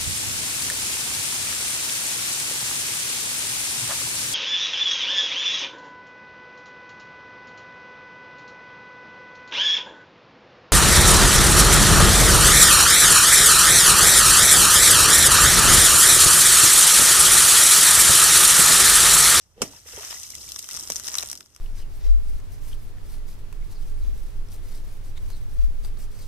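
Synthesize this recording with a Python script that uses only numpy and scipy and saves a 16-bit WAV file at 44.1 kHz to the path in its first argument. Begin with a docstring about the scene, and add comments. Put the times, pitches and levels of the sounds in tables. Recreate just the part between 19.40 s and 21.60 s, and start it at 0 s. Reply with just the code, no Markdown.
"""Light wind rumbles throughout. A faint rustle; a golf club swishes down, shedding vortices.
At 0.22 s the face cracks on a ball in the shallows of a pond and slaps the water.
Thrown water hisses up, rains back on the pond with a few plops, then patters on the near bank.
The ball thuds on turf at 1.5 s; a big drop lands with a ringing crack at 1.79 s.
Each microphone port adds its own colour."""
import sys
import numpy as np
from scipy import signal
from scipy.fft import rfft, irfft, next_fast_len
from scipy.io import wavfile
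from scipy.ndimage import map_coordinates

SR = 44100
rng = np.random.default_rng(int(sys.argv[2]) if len(sys.argv) > 2 else 0)


def store_pcm(level_fs):
    """Save levels as 16-bit WAV."""
    pcm = np.round(np.clip(level_fs, -1, 1) * 32767).astype(np.int16)
    wavfile.write(sys.argv[1], SR, np.atleast_2d(pcm).T)


N = 97020

# envelopes: t/s, level/dB
WIND_ENVELOPE = [(0, -66.5), (.3, -53), (.9, -57.5), (1.28, -57), (1.9, -56), (2.2, -58)]
PATTER_ENVELOPE = [(.42, -110), (.5, -64), (.65, -44), (.86, -49.5), (1.02, -49), (1.13, -45.5),
                   (1.27, -48.5), (1.33, -36), (1.46, -42.5), (1.58, -36), (1.62, -53), (1.645, -38.5),
                   (1.81, -37), (1.86, -40), (1.95, -46.5), (2.03, -58), (2.2, -81)]  # small drops on the bank
TURF_ENVELOPE = [(.85, -85), (.92, -58), (1.2, -67), (1.38, -58.5), (1.6, -59), (2.0, -59), (2.08, -70.5)]  # their low thuds
# thrown water: t/s, fizz level/dB, splat level/dB
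SPRAY_ENVELOPES = [(0, -68.5, -106), (.15, -78, -70), (.215, -66, -54.5), (.235, -41, -43.5),
                   (.29, -50.5, -55.5), (.37, -51, -53.5), (.41, -54, -65), (.452, -57.5, -58),
                   (.475, -43, -51), (.55, -44, -45.5), (.61, -41, -42.5), (.73, -40, -44), (.80, -43, -58),
                   (1.0, -44.5, -70), (1.35, -46, -60.5), (1.8, -45, -44), (1.95, -59, -67),
                   (2.08, -66.5, -76), (2.2, -62, -64)]
# club through air: t/s, vortex f/Hz, level/dB
SWISH_PATH = [(.14, 400, -102), (.168, 419, -59.5), (.181, 478, -46.5), (.191, 470, -53), (.203, 489, -54),
              (.212, 510, -38), (.218, 500, -39), (.226, 540, -92)]

# source spectra: f/Hz, level/dB
WIND_SPECTRUM = [(20, -21), (45, -6), (70, 0), (100, -6), (150, -14), (300, -23.5), (1500, -29.5),
                 (6000, -36), (14000, -36)]
SPLASHLET_SPECTRUM = [(300, -5.5), (600, -22.5), (1300, -2.5), (3800, -5.5), (9000, 1.5), (14000, 5)]
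TURF_SPECTRUM = [(90, -15.5), (270, -2), (600, -13.5), (1100, -24.5)]
FIZZ_SPECTRUM = [(800, -14), (2000, -17.5), (3200, -2), (4300, -4.5), (6200, 0.5), (9000, -0.5), (14000, 0)]
SPLAT_SPECTRUM = [(150, -17), (450, -6.5), (800, -4), (1300, -1.5), (1900, 3), (3000, 2), (5000, -10)]
WHOOSH_SPECTRUM = [(80, 6), (260, 2), (700, -1), (1400, -21), (3000, -10), (6500, -30), (12000, -26)]

# big drops on the bank: t/s, level/dB, tick left-right/dB, pat trim/dB
BIG_DROPS = [(0.5627, -37, 12, -28), (.7275, -39, 2, 4), (.742, -36.5, 5, -7.5), (0.8327, -31, 6, -22),
             (0.837, -35, 0, -34), (.904, -28.5, 0, -29), (0.9519, -27.5, 4.5, -25), (1.09, -33, 3, -38),
             (1.1197, -25.5, 6, -29), (1.1609, -28, 2, -11.5), (1.1895, -30.5, 10, -46),
             (1.1921, -23, -3, -39), (1.227, -30.5, 3, -38), (1.2427, -33.5, 6, -11), (1.2891, -29, 2, -9),
             (1.3112, -28, 0, -21), (1.3229, -37, 10, -25), (1.3487, -34, -6, -27), (1.3655, -27, 1, -24),
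             (1.3715, -28.5, 8, -9), (1.4009, -34.5, -10, -13), (1.46, -46, -5, -20),
             (1.5016, -22, -4, -12), (1.5072, -29, 2, -30), (1.5206, -22, 1.5, -24), (1.559, -25, 4, -22),
             (1.5643, -29, 15, -26), (1.598, -28.5, 7, -12), (1.636, -39, 3, -18),
             (1.6588, -30.5, 4.5, -16), (1.6683, -29, 3, -20), (1.6794, -23.5, 3, -13),
             (1.684, -26.5, 3, -7.5), (1.742, -28.5, 9, -5), (1.7534, -23, 6, -9), (1.757, -33, 3, -23),
             (1.7739, -30, -4, -35), (1.784, -19.5, 3.5, -21), (1.7868, -27.5, -1, -28),
             (1.797, -30, -1, -20), (1.8072, -30, 3, -30), (1.8265, -25.5, 3, -5), (1.831, -28, 4, -10),
             (1.8596, -31, 1, -31), (1.8877, -31, 1, -23), (1.8998, -28.5, -3, -17), (1.9148, -24, 2, -33),
             (1.9296, -28, 1, -11.5), (1.9534, -34, 4, -28), (1.9753, -35.5, -0.5, -22),
             (2.0075, -35, 5, -7.5), (2.06, -47, 0, -15), (2.149, -47, 4, -23), (2.1626, -41, 6, -8)]
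# pond plops and a big drop's ringing crack: t/s, start f/Hz, level/dB, t60/s
SHORT_RINGS = [(0.271, 265, -43.5, 0.17), (.335, 924, -43.5, 0.025), (0.459, 486, -44, 0.031),
               (.536, 476, -42, 0.064), (.5753, 560, -32, 0.022), (.576, 408, -36, 0.093),
               (.585, 903, -41, 0.048), (.59, 1060, -46, 0.062), (.607, 645, -44, 0.067),
               (.722, 993, -46.5, 0.085), (1.7861, 3990, -2.5, 0.0056), (1.8355, 645, -26, 0.0063)]
# impact bands: low f/Hz, high f/Hz, level/dB, attack/s, t60/s
BALL_THUD_BANDS = [(162, 290, -34, .002, 0.055), (336, 670, -26.5, 0.00014, .016)]
WATER_SLAP_BANDS = [(44.6, 700, -43, 0.0054, 0.38), (141, 335, -17.5, 0.0062, 0.059),
                    (403, 670, -19, 0.0036, 0.055), (1110, 1140, -22, 0.001, 0.038),
                    (1800, 2500, -37, .003, 0.013), (2580, 2640, -18.5, 0.0021, 0.047),
                    (4740, 11300, -19.5, 0.00053, 0.046)]

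# microphone port responses: f/Hz, level/dB
LEFT_PORT_RESPONSE = [(100, -2.5), (1400, 0.5), (1750, -11), (2000, -4.5), (2250, -23), (2700, -2),
                      (3300, 0.5), (4050, 1), (4500, -4), (5200, 10), (5950, 10.5), (6800, 2), (8200, -2.5),
                      (9400, -15), (10000, -0.5), (11500, -3.5), (13200, -3.5), (14400, -19.5)]
RIGHT_PORT_RESPONSE = [(100, 0.5), (1300, 1.5), (2000, 1), (2800, -3), (3450, -7), (4300, -2.5), (5400, 2),
                       (7000, 4), (8400, 7), (9400, 4.5), (10800, -1.5), (14000, -0.5)]
# left-right likeness: f/Hz, correlation
STEREO_CORRELATION = [(50, 0.73), (200, 0.74), (700, 0.72), (1500, 0.59), (3000, 0.24), (6000, 0.17),
                      (14000, 0.067)]


def amp(db):
    """Decibels to gain."""
    return 10 ** (np.asarray(db) / 20)


def unit(x):
    """Scale to rms 1."""
    return x / np.sqrt(np.mean(x ** 2) + 1e-20)


def along(points, hz):
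    """Interpolate (f/Hz, value) rows on a log axis."""
    knots_hz, values = np.transpose(points)
    return np.interp(np.log(hz + 1), np.log(knots_hz + 1), values)


def curves(rows):
    """Per-sample curve of each column after t/s."""
    knots_s, *columns = np.transpose(rows)
    return [np.interp(np.arange(N) / SR, knots_s, column) for column in columns]


def wobble(knots_per_s):
    """Smooth random curve, rms near 1."""
    knots = rng.standard_normal(N // 100)
    return map_coordinates(knots, [np.arange(N) * knots_per_s / SR], mode="mirror")


def coloured(x, spectrum):
    """Minimum-phase filter from (f/Hz, level/dB) rows."""
    n = x.shape[-1]
    n_fft = 2 * next_fast_len(n)
    gain = amp(along(spectrum, np.fft.rfftfreq(n_fft, 1 / SR)))
    cepstrum = irfft(np.log(np.maximum(gain, 1e-6)), n_fft)
    cepstrum[1:n_fft // 2] *= 2
    cepstrum[n_fft // 2 + 1:] = 0
    return irfft(rfft(x, n_fft) * np.exp(rfft(cepstrum)), n_fft)[..., :n]


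def stereo(pair):
    """Two unrelated signals to left and right: alike in the bass, less so in the treble."""
    n = pair.shape[-1]
    correlation = along(STEREO_CORRELATION, np.fft.rfftfreq(n, 1 / SR))
    angle_rad = np.arccos(np.clip(correlation, -1, 1)) / 2
    mid, side = irfft(rfft(pair) * [np.cos(angle_rad), np.sin(angle_rad)], n)
    return np.array([mid + side, mid - side])


def add(out, start_s, x):
    """Mix x in at start_s."""
    part = out[:, round(start_s * SR):][:, :x.shape[-1]]
    part += x[..., :part.shape[1]]


def burst(low_hz, high_hz, attack_s, t60_s, n=16384):
    """Decaying stereo noise in one band."""
    t, hz = np.arange(n) / SR, np.fft.rfftfreq(n, 1 / SR)
    band = 1 / np.sqrt((1 + (low_hz / (hz + 1)) ** 10) * (1 + (hz / high_hz) ** 10))
    envelope = (1 - np.exp(-t / attack_s)) * amp(-60 * t / t60_s)
    noise = irfft(rfft(rng.standard_normal((2, n))) * band)
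    puff = stereo(noise) * envelope
    return puff * np.linalg.norm(envelope) / np.linalg.norm(puff, axis=1, keepdims=True)


def shower(spectrum, hits_per_s, spread_db):
    """Random droplet impacts of mixed sizes; rms 1."""
    hits = rng.random((2, N)) < hits_per_s / SR
    size = np.clip(rng.standard_normal((2, N)), -2, 2)
    polarity = np.sign(rng.standard_normal((2, N)))
    return unit(stereo(coloured(hits * amp(spread_db * size) * polarity, spectrum)))


def pings(count, centre_hz, spread_oct, t60_cycles, spread_db=5.5):
    """Tiny damped rings, random in time, pitch, size and pan; rms 1."""
    out, t = np.zeros((2, N)), np.arange(700) / SR
    sides = np.array([[1], [-1]])
    starts_s = rng.random(count) * N / SR
    draws = np.clip(rng.standard_normal((count, 4)), -2, 2)
    for start_s, (pitch, size, pan, skew_rad) in zip(starts_s, draws):
        cycles = centre_hz * 2 ** (spread_oct * pitch) * t
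        ring = np.sin(2 * np.pi * cycles + sides * skew_rad / 2)
        level_db = spread_db * size + 1.5 * (pitch + sides * pan)
        add(out, start_s, amp(level_db - 60 * cycles / t60_cycles) * ring)
    return unit(out)


def wind(gust_db=3):
    """Light wind at the microphone: low rumble, faint hiss."""
    noise = coloured(rng.standard_normal((2, N)), WIND_SPECTRUM)
    level_db = curves(WIND_ENVELOPE)[0] + gust_db * wobble(10.6)
    return amp(level_db) * unit(stereo(noise))


def rustle(start_s=0.006, level_db=-57.5):
    """Faint rustle as the swing begins."""
    out = np.zeros((2, N))
    add(out, start_s, amp(level_db) * burst(1870, 7200, attack_s=0.0065, t60_s=0.2))
    return out


def patter():
    """Small drops click on the bank, each at its own pitch, and thud softly into turf."""
    clicks = amp(-3) * pings(count=900, centre_hz=7020, spread_oct=0.58, t60_cycles=10.3)
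    splashlets = amp(-2) * shower(SPLASHLET_SPECTRUM, hits_per_s=380, spread_db=6)
    thuds = shower(TURF_SPECTRUM, hits_per_s=380, spread_db=5)
    patter_db, turf_db = curves(PATTER_ENVELOPE)[0], curves(TURF_ENVELOPE)[0]
    return amp(patter_db) * (clicks + splashlets) + amp(turf_db) * thuds


def big_drops(tick_gain_db=10, pat_gain_db=7):
    """Big drops hit the bank: sharp tick, brief spatter, dull pat."""
    out = np.zeros((2, N))
    draws = rng.uniform(-1, 1, (len(BIG_DROPS), 2))
    for (start_s, level_db, pan_db, pat_trim_db), (colour, length) in zip(BIG_DROPS, draws):
        tick_low_hz = 3370 * 2 ** (0.083 * colour)
        tick_t60_s = 0.0027 * 2 ** (0.12 * length)
        tick = burst(tick_low_hz, 14200, attack_s=0.0001, t60_s=tick_t60_s, n=2048)
        spatter = amp(-14) * burst(2400, 10000, attack_s=0.00033, t60_s=0.014, n=2048)
        pat = burst(1030, 3080, attack_s=0.00016, t60_s=0.011, n=2048)
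        pan = amp([[pan_db / 2], [-pan_db / 2]])
        drop = amp(tick_gain_db) * (tick + spatter) * pan + amp(pat_gain_db + pat_trim_db) * pat
        add(out, start_s, amp(level_db) * drop)
    return out


def ball_thud(start_s=1.5006):
    """The ball lands on soft turf."""
    out = np.zeros((2, N))
    for low_hz, high_hz, level_db, attack_s, t60_s in BALL_THUD_BANDS:
        add(out, start_s, amp(level_db) * burst(low_hz, high_hz, attack_s, t60_s))
    return out


def short_rings(attack_s=0.00033, pitch_rise_per_s=1.38):
    """Damped, slightly rising tones: plops in the pond, a big drop's sharp ringing crack at 1.79 s."""
    out, t = np.zeros((2, N)), np.arange(SR // 4) / SR
    for start_s, start_hz, level_db, t60_s in SHORT_RINGS:
        envelope = amp(level_db - 60 * t / t60_s) * (1 - np.exp(-t / attack_s))
        cycles = start_hz * t * (1 + pitch_rise_per_s * t / 2)
        add(out, start_s, envelope * np.sin(2 * np.pi * cycles))
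    return out


def spray():
    """The water sheet tears: mist fizzes with tiny bubbles, heavier water splats on the pond."""
    fizz_db, splat_db = curves(SPRAY_ENVELOPES)
    bubbles = amp(-5) * pings(count=1400, centre_hz=4770, spread_oct=0.638, t60_cycles=57)
    fizz = shower(FIZZ_SPECTRUM, hits_per_s=5000, spread_db=5.5) + bubbles
    splats = shower(SPLAT_SPECTRUM, hits_per_s=900, spread_db=5)
    return amp(fizz_db + wobble(90)) * fizz + amp(splat_db + wobble(60.8)) * splats


def swish(whoosh_db=-2.5):
    """The club sheds vortices: a breathy tone that rises with its speed."""
    vortex_hz, level_db = curves(SWISH_PATH)
    wavering_hz = vortex_hz * (1 + 0.0544 * wobble(150))
    tone = np.sin(2 * np.pi * np.cumsum(wavering_hz) / SR)
    whoosh = stereo(coloured(rng.standard_normal((2, N)), WHOOSH_SPECTRUM))
    flutter_db = 0.63 * wobble(117)
    return amp(level_db + flutter_db) * (unit(tone) + amp(whoosh_db) * unit(whoosh))


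def strike(start_s=0.2182, crack_left_db=-13.5, crack_right_db=-8.5):
    """The club face cracks on the ball and slaps the water open."""
    out = np.zeros((2, N))
    crack = burst(2330, 9900, attack_s=0.00004, t60_s=0.0025)
    add(out, start_s, amp([[crack_left_db], [crack_right_db]]) * crack)
    for low_hz, high_hz, level_db, attack_s, t60_s in WATER_SLAP_BANDS:
        add(out, start_s, amp(level_db) * burst(low_hz, high_hz, attack_s, t60_s))
    return out


def scene():
    """The shot and its short scatter from the bank, over wind."""
    direct = rustle() + swish() + strike()
    direct += spray() + short_rings() + patter() + big_drops() + ball_thud()
    bank_ir = burst(72, 15000, attack_s=0.012, t60_s=0.051)
    bank_ir /= np.linalg.norm(bank_ir[0])
    scatter = signal.fftconvolve(direct, bank_ir, axes=1)[:, :N]
    return direct + amp(-15.5) * scatter + wind()


def record(dry):
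    """Each microphone port rings in its own way; the right is reached first; steep low-pass."""
    right_lead_s, cutoff_hz, edge_hz = 0.00006, 14600, 260
    left = coloured(dry[0], LEFT_PORT_RESPONSE)
    right = coloured(dry[1], RIGHT_PORT_RESPONSE)
    n_fft = next_fast_len(N + SR // 4)
    hz = np.fft.rfftfreq(n_fft, 1 / SR)
    lag = np.exp(1j * np.pi * hz * right_lead_s * np.array([[-1], [1]]))
    low_pass = 1 / (1 + np.exp(2 * (hz - cutoff_hz) / edge_hz))
    return irfft(rfft([left, right], n_fft) * lag * low_pass, n_fft)[:, :N]


dry = scene()
out = record(dry)
store_pcm(out)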